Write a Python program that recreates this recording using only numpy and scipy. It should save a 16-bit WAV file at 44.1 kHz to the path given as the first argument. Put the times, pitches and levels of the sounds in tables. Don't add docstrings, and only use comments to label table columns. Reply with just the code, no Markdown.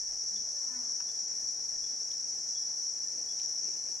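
import sys
import numpy as np
from scipy import signal
from scipy.fft import rfft, irfft, next_fast_len
from scipy.io import wavfile

SR = 44100
rng = np.random.default_rng(int(sys.argv[2]) if len(sys.argv) > 2 else 0)


def wrap_up_sound(samples):
    columns = np.atleast_2d(samples).T
    tamed = np.clip(columns, -1, 1)
    steps = np.round(tamed * 32767).astype(np.int16)
    wavfile.write(sys.argv[1], SR, steps)


N = 176400
TIME = np.arange(N) / SR
FREQS = np.arange(N // 2 + 1) * SR / N


def from_db(db):
    return 10 ** (np.asarray(db) / 20)


def rms_one(x):
    return x / np.sqrt(np.mean(x ** 2) + 1e-20)


def in_time(rows):
    return np.interp(TIME, *np.transpose(rows))


def at_hz(points, hz):
    f, value = np.transpose(sorted(points))
    return np.interp(np.log(np.maximum(hz, 1)), np.log(f), value)


def panned(pan_db):
    return from_db(np.array([[.5], [-.5]]) * pan_db)


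def drift(hz):
    return rms_one(irfft(rfft(rng.standard_normal(N)) / (1 + (FREQS / hz) ** 2), N))


def coloured(x, colour):
    f = np.maximum(FREQS, 1)
    octaves_outside = np.abs(np.log2(f / np.clip(f, colour[0][0], colour[-1][0])))
    return rms_one(irfft(rfft(x) * from_db(at_hz(colour, f) - 90 * octaves_outside), N))


def all_around(flicker_db):
    # (frequency [Hz], likeness [0 to 1])
    likeness = [(30, 1), (100, 0.39), (300, 0.57), (750, 0.86), (1400, 0.61), (3500, 1), (5300, 0.85),
                (6200, 0.36), (9000, 0.79), (11500, 0.38), (14000, 1)]
    alike = np.clip(at_hz(likeness, FREQS), 0, .99)
    mid, side = rfft(rng.standard_normal((2, N)))
    noise = irfft(np.sqrt(1 + alike) * mid + np.sqrt(1 - alike) * side * [[1], [-1]], N)
    return noise * from_db(flicker_db * drift(17))


def diffuse(colour, flicker_db):
    return coloured(all_around(flicker_db), colour)


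def echoes(fade_s, shared):
    t, gap_s = TIME[:SR // 2], 0.0052
    noise = shared * rng.standard_normal(len(t)) + rng.standard_normal((2, len(t)))
    tail = noise * from_db(-60 * t / fade_s) * (t > gap_s)
    return tail / np.sqrt(np.sum(tail ** 2, axis=1, keepdims=True))


def wood(x, echo_db):
    return x + from_db(echo_db) * signal.fftconvolve(x[None], echoes(0.1, shared=1.0))[:, :len(x)]


def smeared(x):
    size = next_fast_len(len(x) + SR // 2)
    paths = 1 + from_db(2.5) * rfft(echoes(0.13, shared=3.4), size)
    return irfft(rfft(x, size) * paths / np.abs(paths), size)[:, :len(x)]


def body_ring(x):
    # (frequency [Hz], width [Hz], relative level [dB])
    peaks = [(4440, 280, -35), (4850, 170, -25), (5140, 365, -19), (5482, 235, -4), (5660.5, 66.5, 1),
             (5742, 146, -1.5), (5895, 170, -5), (6030, 32, -4), (6120, 83, -22.5), (6289, 135, -10),
             (6465, 88, -15.5), (6610, 130, -18), (7130, 78, -26), (7130, 380, -26)]
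    power = sum((from_db(db) / (1 + (2 * (FREQS - hz) / width) ** 2)) ** 2 for hz, width, db in peaks)
    return rms_one(irfft(rfft(x) * np.sqrt(power), N))


def cicadas():
    # (rate [clicks/s], sway depth [clicks/s], sway rate [Hz], a fastest moment [s],
    # a loudest moment [s], relative level [dB], pan [dB])
    insects = [(210.2, 1.5, 3.58, 2.40, 2.6, 0, 0), (206.4, 1.6, 3.70, 1.22, 1.35, -4, 4.5),
               (198.8, 1.5, 3.45, 0.85, 1.0, -7.5, 1)]
    jitter_s, size_spread, swell_db, swell_period_s = .000005, 0.28, 1, 2.5
    out, t = 0, np.arange(-SR // 2, N) / SR
    for rate, depth, sway_hz, fastest, loudest, db, pan_db in insects:
        click_rate = rate + depth * np.cos(2 * np.pi * sway_hz * (t - fastest))
        cycles = np.cumsum(click_rate) / SR + rng.random()
        at = np.interp(np.arange(2, int(cycles[-1]) - 1), cycles, np.arange(len(t)))
        at = at + jitter_s * SR * rng.standard_normal(len(at))
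        size = 1 + size_spread * rng.standard_normal(len(at))
        clicks = np.zeros(len(t))
        clicks[at.astype(int)] = size * (1 - at % 1)
        clicks[at.astype(int) + 1] = size * (at % 1)
        effort_db = swell_db * np.cos(2 * np.pi * (TIME - loudest) / swell_period_s)
        out = out + from_db(db + effort_db) * panned(pan_db) * body_ring(smeared(clicks)[:, -N:])
    return from_db(-38) * rms_one(out)


def chorus():
    # (frequency [Hz], relative level [dB])
    hiss = [(4350, -24.5), (7400, -7), (7750, -5.5), (9200, -10), (9600, -10.5), (10200, -16.5),
            (13100, -24), (13500, -22), (13900, -24.5), (15500, -28)]
    ring = from_db(-39) * panned(3.5) * body_ring(all_around(flicker_db=1.3))
    return ring + from_db(-61.5) * diffuse(hiss, flicker_db=.5)


def still_air():
    # (frequency [Hz], relative level [dB])
    hush = [(35, -34), (60, -4.5), (97, -2), (184, -6), (220, 2.5), (262, -7), (325, -3.5), (402, -0.5),
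            (439, 1.5), (554, -8), (638, 0.5), (790, 0), (927, -5.5), (1210, -6.5), (1320, -10), (1670, -5),
            (1790, -5), (1920, -6), (2790, -18.5), (3160, -15), (3330, -15.5), (3640, -17), (4200, -12.5),
            (5460, -37), (9240, -120)]
    ring = [(1700, -41), (1770, 6), (1840, -25)]
    return from_db(-63) * diffuse(hush, flicker_db=0.94) + from_db(-77) * diffuse(ring, flicker_db=-3.0)


def shuffling():
    # (time [s], level [dB])
    levels = [(0, -72.5), (1.1, -69.5), (1.3, -64.5), (1.5, -68), (1.88, -68), (1.97, -68.5), (2.15, -66),
              (2.38, -66.5), (2.6, -71.5), (3.05, -68), (3.19, -60.5), (3.35, -70.5), (3.53, -66.5),
              (3.68, -61), (4, -66)]
    # (frequency [Hz], relative level [dB])
    colour = [(70, -19), (160, 1), (380, 1.5), (750, -5.5), (1100, -19.5), (2500, -10), (5000, -46)]
    return from_db(in_time(levels)) * panned(2.5) * diffuse(colour, flicker_db=2.0)


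def wind():
    # (time [s], level [dB])
    levels = [(0, -69), (.1, -65.5), (.2, -72), (.26, -62), (.36, -77), (.44, -64), (.52, -75), (1.3, -79),
              (1.41, -66), (1.55, -76), (1.76, -67), (2.15, -83), (4, -79)]
    # (frequency [Hz], relative level [dB])
    colour = [(10, -24.5), (28, -0.5), (55, -7.5), (110, -21), (300, -45)]
    return from_db(in_time(levels)) * diffuse(colour, flicker_db=1.5)


def swell(start_s, length_s):
    return np.sin(np.pi * np.clip((TIME - start_s) / length_s, 0, 1))


def hum():
    pitch_hz = 203 * (1 + 0.0203 * drift(19))
    phase = 2 * np.pi * np.cumsum(pitch_hz) / SR
    return from_db(-59.5) * swell(start_s=.30, length_s=.16) * (np.sin(phase) + 0.42 * np.sin(2 * phase))


def bird():
    # (start [s], level [dB], top pitch [Hz], pan [dB])
    pips = [(.349, -60, 3500, 3), (1.082, -59.5, 3460, 0), (1.830, -59, 3420, 4), (2.549, -56.5, 3420, 2),
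            (3.283, -59.5, 3410, 6)]
    pip_s, rise_hz, fall_hz, waver_hz, scatter_hz = .032, 190, 150, 24.8, 80
    out = 0
    for start, db, hz, pan_db in pips:
        along = np.clip(2 * (TIME - start) / pip_s - 1, -1, 1)
        pitch = hz - np.where(along < 0, rise_hz, fall_hz) * along ** 2 + waver_hz * drift(140)
        shape = swell(start, pip_s)
        pip = shape * np.sin(2 * np.pi * np.cumsum(pitch) / SR)
        scattered = shape * np.sin(2 * np.pi * np.cumsum(pitch + scatter_hz * drift(206)) / SR)
        tail = signal.fftconvolve(scattered[None], echoes(fade_s=.62, shared=2.2))[:, :N]
        out = out + from_db(db) * panned(pan_db) * (pip + from_db(-3) * tail)
    return out


def twigs():
    # (time [s], strength [dB], lowest pitch [Hz], treble limit [Hz], crackle [dB], pan [dB])
    snaps = [(.367, -49, 3500, 5500, -67, 6), (1.004, -49, 955, 3500, -85, -3),
             (1.010, -53, 1040, 1900, -87, 1), (2.115, -46.5, 3470, 4240, -62, 1),
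             (3.398, -46.5, 2520, 6000, -58, 3)]
    # (pitch [times the lowest], relative level [dB], time to fade 60 dB [s])
    tones = [(1, -3, 0.0091), (1.26, 6.5, 0.0029), (1.58, 3, 0.0089), (2.75, 3.5, 0.0084)]
    crackle_fade_s = 0.41
    out, splinters = 0, crackle()
    for start, db, hz, top_hz, crackle_db, pan_db in snaps:
        t = np.maximum(TIME - start, 0)
        tick = sum(from_db(db + tone_db - 60 * np.minimum(t / fade_s, 3)) * np.sin(2 * np.pi * hz * k * t)
                   for k, tone_db, fade_s in tones)
        band = signal.butter(2, [.85 * hz, top_hz], "band", fs=SR, output="sos")
        after = (t > 0) * from_db(crackle_db - 60 * t / crackle_fade_s) * splinters
        out = out + panned(pan_db) * wood(signal.sosfilt(band, tick) + after, echo_db=-6)
    return out


def crackle(cracks_per_s=370):
    # (frequency [Hz], relative level [dB])
    colour = [(1800, -20), (3000, -9), (4200, 0), (7000, -4), (12000, -13)]
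    cracks = (rng.random(N) < cracks_per_s / SR) * rng.standard_normal(N)
    return coloured(cracks, colour)


def thump(start_s=0.39, hz=55, fade_s=0.071):
    t = np.maximum(TIME - start_s, 0)
    return from_db(-54 - 60 * np.minimum(t / fade_s, 2)) * np.sin(2 * np.pi * hz * t)


def fly():
    # (time [s], pitch [Hz])
    wingbeat = [(.45, 308), (.55, 296), (.63, 262), (.72, 252), (.77, 248), (.82, 240), (.93, 226),
                (1.05, 222)]
    # (frequency [Hz], relative level [dB])
    colour = [(225, 4.5), (245, -0.5), (290, -26), (480, -10.5), (600, 5.5), (740, -10.5), (1000, -6),
              (1240, -6.5), (1500, -8), (2000, -13), (3200, -28)]
    nearest_s, approach_s, pass_s, flutter_db = 0.777, 0.51, 0.046, 1.5
    pitch = in_time(wingbeat) * (1 + 0.01164 * drift(19.5))
    phase = 2 * np.pi * np.cumsum(pitch) / SR
    buzz = 0
    for k in range(1, 12):
        overtone_db = at_hz(colour, k * pitch) + flutter_db * drift(27)
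        buzz = buzz + from_db(overtone_db) * np.sin(k * phase + rng.uniform(0, 2 * np.pi))
    distance = np.hypot(1, (TIME - nearest_s) / pass_s)
    nearness = swell(nearest_s - approach_s, length_s=0.8) / distance
    return wood(from_db(-54) * rms_one(buzz) * nearness, echo_db=-1)


def scene():
    drone = cicadas() + chorus()
    events = bird() + twigs() + fly() + hum() + thump()
    return drone + events + still_air() + shuffling() + wind()


def record(dry):
    cutoff_hz = 15700
    return signal.sosfilt(signal.ellip(12, .1, 80, cutoff_hz, fs=SR, output="sos"), dry)


dry = scene()
out = record(dry)
wrap_up_sound(out)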